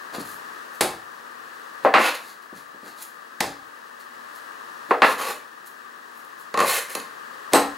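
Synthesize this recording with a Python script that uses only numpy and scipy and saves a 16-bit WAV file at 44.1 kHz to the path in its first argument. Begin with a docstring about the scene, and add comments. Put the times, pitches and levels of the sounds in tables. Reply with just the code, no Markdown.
"""Lumps of dough slap down on a kitchen counter; a steel scraper chops, taps and scrapes.
Hands, dough and the moving scraper bump the counter softly, and there is some rubbing.
Each blow is a light touch and a noisy chatter that ring a filter shaped like the thing struck.
Scrapes and rubs are grainy noise whose loudness follows the pressure; a small kitchen answers them all.
Behind them lies a faint hiss that swells and sinks, with a thin high tone; two microphones hear it."""
import sys
import numpy as np
from scipy import signal
from scipy.fft import rfft, irfft
from scipy.io import wavfile
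from scipy.ndimage import uniform_filter1d, minimum_filter1d

SR = 44100
rng = np.random.default_rng(int(sys.argv[2]) if len(sys.argv) > 2 else 0)


def store_pcm(level_fs):
    """Save levels as 16-bit WAV."""
    pcm = np.round(np.clip(level_fs, -1, 1) * 32767).astype(np.int16)
    wavfile.write(sys.argv[1], SR, np.atleast_2d(pcm).T)


N = 342657  # samples in the scene
RING_SAMPLES = 8192  # length of every struck or rubbed filter
RING_T = np.arange(RING_SAMPLES) / SR
HZ = np.fft.rfftfreq(2 * RING_SAMPLES, 1 / SR)
BLOW_S = 0.05  # a blow's level means its energy spread over this time

# cuts through the dough: t/s, dull knock level/dB, its pitch f/Hz, time until the edge is through/s,
# hard knock level/dB, time from there to the bounce/s
CUTS = [(1.8484, -13, 568, 0.0905, -8.5, 0.044), (4.9082, -18, 452, 0.1112, -9.5, 0.026)]
# resonances of the counter: f/Hz, width/Hz, lift/dB at full strength (see lift for negative ones)
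COUNTER_MODES = [(220.4, 19, 5.5), (282, 4.1, 11.5), (330.3, 6.9, 8.5), (451, 78, 4), (499, 57, 3.5),
                 (631.7, 26, 6.5), (721, 10, -5), (776, 23, 9.5), (848, 16, 7), (1060, 38, 7.5),
                 (1260, 23, 3.5), (1250, 14, -5), (1340, 9, 6), (1730, 45, 5), (2490, 20, 9),
                 (2710, 120, 6.5)]
# resonances of the steel blade: f/Hz, width/Hz, lift/dB at full strength
BLADE_MODES = [(576, 52, 6.5), (816, 30, 10.5), (1079, 24, 20.5), (1152, 59, 14), (1837, 60, 12),
               (2080, 51, 12.5), (2594, 116, 13.5), (3050, 110, 9), (4200, 560, 12), (6900, 830, 8.5),
               (10600, 640, 8.5)]
# relative spectrum of a soft bump: f/Hz, level/dB per Hz
BUMP_SPECTRUM = [(30, -29), (65, -22.5), (110, -14.5), (190, -2), (400, 3), (1500, 2), (4000, -63),
                 (16000, -51)]
# relative spectrum of the blade's flat grinding on the counter: f/Hz, level/dB per Hz
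GRIND_SPECTRUM = [(40, -47), (130, -23), (220, -15.5), (450, 5), (800, -3.5), (1400, -1), (2300, -7),
                  (3300, -11.5), (4600, -15.5), (6000, -20.5), (16000, -39)]
# relative spectrum of the blade's edge hissing on the counter: f/Hz, level/dB per Hz
EDGE_SPECTRUM = [(200, -35), (1500, 3.5), (3500, -2), (5600, -1.5), (8000, 0), (11000, 3.5), (13500, 1.5),
                 (16000, -7)]


def slaps():
    """Air cracks out from under the dough while its weight thuds into the counter."""
    # dough landing: t/s, thud level/dB, thud low corner f/Hz, trapped air f/Hz,
    # crack level/dB, crack f/Hz, crack length/s
    slap_table = [(0.808, -21, 370, 354, -21.5, 10200, 0.01), (3.4048, -25.5, 150, 856, -25, 1860, 0.0071),
                  (7.5340, -11, 90, 174, -16.5, 8150, 0.0028)]
    # relative spectrum of the thud: f/Hz, level/dB per Hz
    thud_spectrum = [(30, -50), (65, -37), (120, -33), (200, -5.5), (300, 9), (900, 6.5), (1400, 1.5),
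                     (2200, -6.5), (3000, -19), (6000, -32), (16000, -56)]
    # relative spectrum of the crack: f/Hz, level/dB per Hz
    crack_spectrum = [(200, -35), (1000, -11.5), (1800, 5), (2400, 2), (3000, -1.5), (4200, 2.5),
                      (5700, -5), (8000, -2), (10500, -5), (13000, -6), (16000, -18)]
    air_sharpness, air_lift_db = 7.4, 9  # the air pocket under a lump
    give_db, give_per_thud_db = -28.5, 0.25  # worktop under a 0 dB thud; dB gained for each dB of thud

    out = np.zeros((2, N))
    for s, thud_db, low_hz, air_hz, crack_db, crack_hz, crack_s in slap_table:
        # the crack has a second peak at three times its pitch
        crack_peaks = [(hz, 1200, 6) for hz in (crack_hz, 3 * crack_hz)]
        crack = read(crack_spectrum, HZ) + lift(crack_peaks)
        air = lift([(air_hz, air_hz / air_sharpness, air_lift_db)])
        thud = read(thud_spectrum, HZ) + lift(COUNTER_MODES) + air + 2 * thin(low_hz)
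        add(out, s, crack_db, blow(crack, contact_s=crack_s, chatter_db=38, room_db=-3.5))
        add(out, s, thud_db, blow(thud, contact_s=0.012, chatter_db=4.5, room_db=4.5))
        add(out, s, give_db + give_per_thud_db * thud_db, give())
    return out


def knocks():
    """The edge lands dully through dough, shudders, then hits the bare counter hard and bounces once."""
    flex_db, flex_hz = -18.5, 1060  # the blade shudders while it is forced through
    hard_hz, bounce_hz = 1120, 780
    bounce_db, give_db = -12, -34  # both against the hard knock
    cushioned = soften(corner_hz=880, least_db=-30.5) + thin(corner_hz=234)
    flexing = soften(corner_hz=1080, least_db=-40) + thin(corner_hz=520)
    bare = soften(corner_hz=2830) + thin(corner_hz=153)
    light = soften(corner_hz=1500) + thin(corner_hz=130)

    out = np.zeros((2, N))
    for s, dull_db, dull_hz, through_s, hard_db, bounce_s in CUTS:
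        dull = knock(cushioned, dull_hz, chatter_s=0.009, chatter_db=11, room_db=-2.5,
                     damping_db_per_s=88, width_hz=97, pitch_db=13)
        shudder = knock(flexing, flex_hz, chatter_s=0.021, chatter_db=25, room_db=2, damping_db_per_s=49)
        hard = knock(bare, hard_hz, chatter_s=0.0095, chatter_db=12, room_db=-1.5, damping_db_per_s=2)
        bounce = knock(light, bounce_hz, chatter_s=0.0067, chatter_db=-2.5, room_db=-6,
                       damping_db_per_s=37)
        add(out, s, dull_db, dull)
        add(out, s, flex_db, shudder)
        add(out, s + through_s, hard_db, hard)
        add(out, s + through_s, hard_db + give_db, give())
        add(out, s + through_s + bounce_s, hard_db + bounce_db, bounce)
    return out


def knock(contact_db, pitch_hz, chatter_s, chatter_db, room_db, damping_db_per_s, width_hz=170, pitch_db=6):
    """One blow of the edge rings the counter; the hand and the dough damp it."""
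    # relative spectrum of the edge knocking: f/Hz, level/dB per Hz
    knock_spectrum = [(30, -61), (100, -35), (200, -14), (500, -5), (1100, -2), (2000, -1.5), (3000, -10),
                      (4500, -8), (5500, -17), (10000, -16), (16000, -21)]
    modes = COUNTER_MODES + [(pitch_hz, width_hz, pitch_db)]
    body = read(knock_spectrum, HZ) + lift(modes) + contact_db
    sound = blow(body, chatter_s, chatter_db, room_db)
    return sound * amp(-damping_db_per_s * np.arange(sound.shape[1]) / SR)


def scrapes():
    """Tiny slips of the edge ring the blade; the pressure on it judders."""
    # strokes along the counter: start t/s, length/s, grinding level/dB, edge hiss level/dB,
    # pressure change over the stroke/dB, low corner f/Hz, rasp f/Hz
    stroke_table = [(1.976, 0.1163, -22.5, -34, 5, 586, 2660), (2.129, 0.023, -35, -37, 6, 500, 4300),
                    (5.03, 0.097, -27.5, -34.5, 1.5, 240, 1230), (5.173, 0.14, -29, -34.5, -1.5, 240, 910),
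                    (6.578, 0.084, -29.5, -34, -2, 450, 1100), (6.659, 0.13, -26, -23.5, -7.5, 450, 2150),
                    (6.88, 0.078, -42, -39, -4, 400, 2200)]
    judder_db, slip_db = 2, -6  # slips are set against the grinding grit
    rasp_width_hz, rasp_db = 540, 3  # the angle of the blade lifts one band in each stroke

    t = np.arange(N) / SR
    out = np.zeros(N)
    wobble = evened(uniform_filter1d(rng.standard_normal(N), size=220))
    judder = amp(judder_db * wobble)
    coarse = judder * evened(grit(grain_db=2) + amp(slip_db) * slips())
    fine = judder * grit(grain_db=3)
    edge = ring(read(EDGE_SPECTRUM, HZ) + 0.7 * lift(BLADE_MODES))
    for s, length, grind_db, edge_db, swell_db, low_hz, rasp_hz in stroke_table:
        push = pressure(t - s, length, swell_db)
        rasp = lift([(rasp_hz, rasp_width_hz, rasp_db)])
        plate = ring(read(GRIND_SPECTRUM, HZ) + 0.5 * lift(BLADE_MODES) + rasp + thin(low_hz))
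        out += signal.oaconvolve(push * amp(grind_db) * coarse, plate)[:N]
        out += signal.oaconvolve(push * amp(edge_db) * fine, edge)[:N]
    return in_kitchen(out, room_db=-1)


def pressure(t, length, swell_db):
    """The edge bites, is pushed steadily harder or softer, and lifts off."""
    bite_s, lift_off_s = 0.021, 0.013
    bite = np.clip(t / bite_s, 0, 1)
    leave = np.clip(1 - (t - length) / lift_off_s, 0, 1)
    return bite * leave * amp(swell_db * (np.clip(t / length, 0, 1) - 0.5))


def slips():
    """The edge catches and lets go at uneven moments, in jolts of uneven size."""
    rate_per_s, spread_db = 140, 3.5
    moments = rng.random(N) < rate_per_s / SR
    direction = rng.choice([-1, 1], N)
    size = amp(spread_db * rng.uniform(-1, 1, N))
    return evened(moments * direction * size)


def grit(grain_db):
    """Noise of tiny slips, uneven in size."""
    size_db = grain_db * np.minimum(rng.exponential(1, N), 5)
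    return evened(rng.standard_normal(N) * amp(size_db))


def taps():
    """The blade, laid flat to scoop, ticks against the counter, nudges it and rings briefly."""
    # taps of the flat blade: t/s, ring level/dB, tick level/dB, tick high corner f/Hz
    tap_table = [(6.5408, -25.5, -38, 4560), (6.5743, -22.5, -34, 6000), (6.59, -23, -32, 5000),
                 (6.602, -21.5, -31.5, 8500), (6.612, -19.5, -44, 4000), (6.951, -35, -32, 15000),
                 (7, -59, -43.5, 8000)]
    nudge_db = -16.5  # against the ring
    out = np.zeros((2, N))
    steel = lift(BLADE_MODES)
    flat = read(GRIND_SPECTRUM, HZ) + steel + soften(corner_hz=1500) + thin(corner_hz=300)
    for s, db, tick_db, tick_hz in tap_table:
        tick = read(EDGE_SPECTRUM, HZ) + steel + soften(tick_hz)
        add(out, s, db, blow(flat, contact_s=0.0083, chatter_db=10, room_db=-1))
        add(out, s, tick_db, blow(tick, contact_s=0.0048, chatter_db=10, room_db=-5))
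        add(out, s, db + nudge_db, bump(high_hz=266))
    return out


def bumps():
    """Hand, dough and moving scraper bump the counter softly."""
    # soft bumps: t/s, level/dB, high corner f/Hz
    bump_table = [(0.147, -43.5, 600), (0.182, -35, 226), (2.527, -45, 250), (2.745, -52, 350),
                  (2.831, -49.5, 280), (2.866, -52, 400), (5.195, -45, 500), (5.291, -44, 400),
                  (6.954, -36, 624)]
    out = np.zeros((2, N))
    for s, db, high_hz in bump_table:
        add(out, s, db, bump(high_hz))
    return out


def bump(high_hz):
    """A soft push on the counter stirs mostly its low resonances."""
    body = read(BUMP_SPECTRUM, HZ) + 0.5 * lift(COUNTER_MODES) + soften(high_hz)
    return blow(body, contact_s=0.013, chatter_db=-1.5, room_db=0)


def give():
    """The whole worktop gives a little under a heavy blow, with a low resonance."""
    weight = read(BUMP_SPECTRUM, HZ) + soften(corner_hz=190) + lift([(68, 21, 6.9)])
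    return blow(weight, contact_s=0.014, chatter_db=-9, room_db=2)


def rubs():
    """Short swells of fine friction from dough and skin, and from the blade pressing into the dough."""
    # dough and fingers brushing the counter: middle t/s, length/s, level/dB, brightness/dB an octave
    rub_table = [(0.152, 0.034, -30, -2.5), (0.208, 0.026, -36.5, 0), (0.297, 0.13, -43.5, 5.5),
                 (0.75, 0.046, -49.5, 4), (2.279, 0.12, -46.5, 0), (2.427, 0.024, -53, 2),
                 (2.58, 0.063, -48, 0.5), (2.878, 0.085, -45.5, -1), (2.998, 0.053, -42.5, 0.5),
                 (3.026, 0.026, -37, 5), (4.01, 0.029, -48.5, 0.5), (4.366, 0.067, -49.5, 2),
                 (5.671, 0.026, -44, 7), (6.18, .08, -53.5, 7), (6.25, .007, -47, 10),
                 (6.408, .05, -50.5, 5), (7.533, 0.02, -25, -3.5)]
    # relative spectrum of the friction: f/Hz, level/dB per Hz
    rub_spectrum = [(60, -18.5), (300, 7), (900, 8.5), (2000, 5), (3000, -1.5), (4300, 7.5), (5400, -2),
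                    (6800, 2), (8500, -2.5), (11000, 3), (16000, -9)]
    # dough squeezed as each cut lands, in the same columns
    presses = [(cut[0], 0.03, -36, -4) for cut in CUTS]

    t = np.arange(N) / SR
    friction = grit(grain_db=5)
    out = np.zeros(N)
    for s, length, db, slope_db in rub_table + presses:
        near = abs(t - s) < 0.3
        swell = amp(db) * np.exp(-(2 * (t[near] - s) / length) ** 2)
        colour = ring(read(rub_spectrum, HZ) + slope_db * np.log2(HZ + 1) + thin(corner_hz=110))
        out[near] += signal.fftconvolve(swell * friction[near], colour)[:len(swell)]
    return in_kitchen(out, room_db=-2)


def blow(spectrum_db, contact_s, chatter_db, room_db):
    """A sharp touch and a brief chatter, coloured by what is struck, heard in the kitchen."""
    touch_s = 0.00099  # the touch comes this long after the chatter starts to rise
    force = amp(chatter_db) * burst(contact_s)
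    force[round(touch_s * SR)] += 1
    return signal.fftconvolve(ring(spectrum_db)[None], balanced(kitchen(force, room_db)), axes=1)


def burst(seconds):
    """A puff of noise that rises fast and dies."""
    u = RING_T / max(seconds, 1 / SR)
    return unit(rng.standard_normal(RING_SAMPLES) * np.sqrt(u) * np.exp(-2 * u))


def ring(db):
    """Response of a struck object with the given spectrum, sounding as early as it can (minimum phase)."""
    log_gain = np.log(amp(np.maximum(db - db.max(), -100)))
    circle = np.concatenate([log_gain, log_gain[-2:0:-1]])
    response = np.fft.ifft(np.exp(np.conj(signal.hilbert(circle)))).real
    return unit(response[:RING_SAMPLES])


def lift(modes, hz=HZ):
    """Gain in dB of resonances above a flat response; a negative lift also adds a little."""
    peaks = sum(abs(amp(db) ** 2 - 1) / (1 + (2 * (hz - f) / width) ** 2) for f, width, db in modes)
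    return 10 * np.log10(1 + peaks)


def soften(corner_hz, least_db=-27):
    """A soft contact loses 12 dB an octave above its corner, down to a faint tick."""
    return 10 * np.log10(1 / (1 + (HZ / corner_hz) ** 4) + amp(least_db) ** 2)


def thin(corner_hz):
    """A light contact loses 12 dB an octave below its corner."""
    return -10 * np.log10(1 + (corner_hz / (HZ + 1)) ** 4)


def kitchen(direct, room_db):
    """Direct sound, then dense reflections that die at their own speed in each band, slightly apart per side."""
    # reverberation: f/Hz, time to fall by 60 dB/s
    fall_times = [(70, 0.86), (130, 0.36), (260, 0.33), (700, 0.33), (1840, 0.35), (4850, 0.34),
                  (10000, 0.29), (15000, 0.28)]
    # how far the microphones differ on the reflections: f/Hz, side against mid level/dB
    spread = [(60, -14), (200, -38), (500, -20.5), (1200, -11), (3000, -12), (6000, -11.5), (14000, -31)]
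    first_s, build_s = 0.0021, 0.00029  # first reflection, and how fast they build up
    size = SR // 2
    hz, t, z = signal.stft(rng.standard_normal((2, size)), SR, nperseg=512)
    z = z * amp(-60 * t / read(fall_times, hz)[:, None])
    z[1] *= amp(read(spread, hz))[:, None]
    onset = 1 - np.exp(-np.maximum(np.arange(size) / SR - first_s, 0) / build_s)
    mid, side = signal.istft(z, SR, nperseg=512)[1][:, :size] * onset
    response = amp(room_db) * unit(np.array([mid + side, mid - side]))
    response[:, :len(direct)] += unit(direct)
    return unit(response)


def balanced(response):
    """Levels out broad humps of a response, so that the struck object gives the colour."""
    power = (abs(rfft(response[:, :2 * RING_SAMPLES])) ** 2).mean(0)
    level = ring(-10 * np.log10(uniform_filter1d(power, size=21) + 1e-9))
    return unit(signal.fftconvolve(response, level[None], axes=1)[:, :response.shape[1]])


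def in_kitchen(x, room_db):
    """A lasting sound heard in the kitchen."""
    return signal.fftconvolve(x[None], kitchen(np.ones(1), room_db), axes=1)[:, :N]


def add(mix, s, db, sound):
    """Mixes in a blow whose energy equals that level held for BLOW_S."""
    part = mix[:, round(s * SR):][:, :sound.shape[1]]
    part += (amp(db) * np.sqrt(BLOW_S * SR) * unit(sound))[:, :part.shape[1]]


def amp(db):
    """Decibels to gain."""
    return 10 ** (np.asarray(db) / 20)


def evened(x):
    """Scales to an rms of 1."""
    return x / np.sqrt(np.mean(x ** 2) + 1e-20)


def unit(x):
    """Scales to an average energy of 1 a channel."""
    return evened(x) / np.sqrt(x.shape[-1])


def read(points, hz):
    """Reads a table on a log-frequency axis."""
    f, value = np.transpose(points)
    return np.interp(np.log(hz + 1), np.log(f + 1), value)


def hiss():
    """Noise that swells and sinks, with a rushing middle band leaning to the left, and a thin steady whine."""
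    # relative spectrum at the left microphone, before the peaks: f/Hz, level/dB per Hz
    hiss_spectrum = [(40, -40), (100, -28.5), (170, -19.5), (300, -14.5), (450, -6.5), (750, -8),
                     (1000, -2), (1200, 4.5), (1420, -4.5), (1700, 1), (1930, -6.5), (2150, -22),
                     (7000, -27), (15800, -34)]
    # how much stronger the hiss is on the left: f/Hz, level/dB
    hiss_lean = [(60, 9.5), (300, -3), (420, 4.5), (750, 3), (1170, 12.5), (1400, 6), (1700, 7.5),
                 (1950, 5), (2250, 0), (15000, 0)]
    # left-right likeness: f/Hz, correlation from -1 to 1
    likeness = [(60, 0.56), (130, 0.75), (290, 0.37), (640, -0.68), (1410, -0.21), (3100, 0.2),
                (6820, 0.64), (15000, 0.99)]
    # broad and narrow peaks in the hiss: f/Hz, width/Hz, lift/dB
    hiss_peaks = [(238, 3.1, 11.5), (2740, 670, 5.5), (4110, 1400, 4), (10700, 500, 2.5)]
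    # slow swelling and sinking: t/s, level/dB
    hiss_level = [(0, -38), (.55, -37), (1.0, -40.3), (1.8, -39), (2.4, -43.5), (4.05, -41.5), (4.3, -39.5),
                  (4.85, -38.5), (5.5, -42.5), (6.3, -41.5), (7.77, -37)]
    whine_hz, whine_db = 15735, -70.5

    t = np.arange(N) / SR
    hz = np.fft.rfftfreq(N, 1 / SR)
    left, other = rfft(rng.standard_normal((2, N)))
    same = np.clip(read(likeness, hz), -1, 1)
    right = (same * left + np.sqrt(1 - same ** 2) * other) * amp(-read(hiss_lean, hz))
    colour = amp(read(hiss_spectrum, hz) + lift(hiss_peaks, hz))
    air = evened(irfft(np.array([left, right]) * colour, N))
    whine = amp(whine_db) * evened(np.sin(2 * np.pi * whine_hz * t))
    return air * amp(np.interp(t, *np.transpose(hiss_level))) + whine


def scene():
    """The work lies slightly off straight ahead, so the microphones differ a little in level and phase."""
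    # how much stronger the work sounds on the left: f/Hz, level/dB
    work_lean = [(120, 1.5), (300, 0.8), (1100, 1.4), (2200, -0.5), (12000, -0.5)]
    # how far the left microphone leads: f/Hz, phase/rad
    phase_lead = [(0, 0.047), (1640, -0.25), (2840, 0.037), (16500, 0.0)]
    work = slaps() + knocks() + scrapes() + taps() + bumps() + rubs()
    hz = np.fft.rfftfreq(N, 1 / SR)
    # each side takes half of the difference
    left = amp(read(work_lean, hz) / 2) * np.exp(0.5j * read(phase_lead, hz))
    return irfft(rfft(work) * np.array([left, 1 / left]), N) + hiss()


def record(dry):
    """A fast limiter holds the hardest blows under full scale; then a low-pass removes the highest treble."""
    ceiling_db, recovery_db_per_s, cut_hz = -0.3, 600, 16000
    over_db = np.maximum(20 * np.log10(abs(dry).max(0) + 1e-9) - ceiling_db, 0)
    # the gain drops at once and recovers at a steady rate
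    fall = np.arange(N) * recovery_db_per_s / SR
    held_db = np.maximum.accumulate(over_db + fall) - fall
    # look a little ahead and round off the steps
    gain_db = uniform_filter1d(minimum_filter1d(-held_db, size=133), size=133)
    limited = dry * amp(gain_db)
    low_pass = signal.firwin(401, cut_hz, window=("kaiser", 9), fs=SR)
    return signal.oaconvolve(limited, low_pass[None], "same", axes=1)


dry = scene()
out = record(dry)
store_pcm(out)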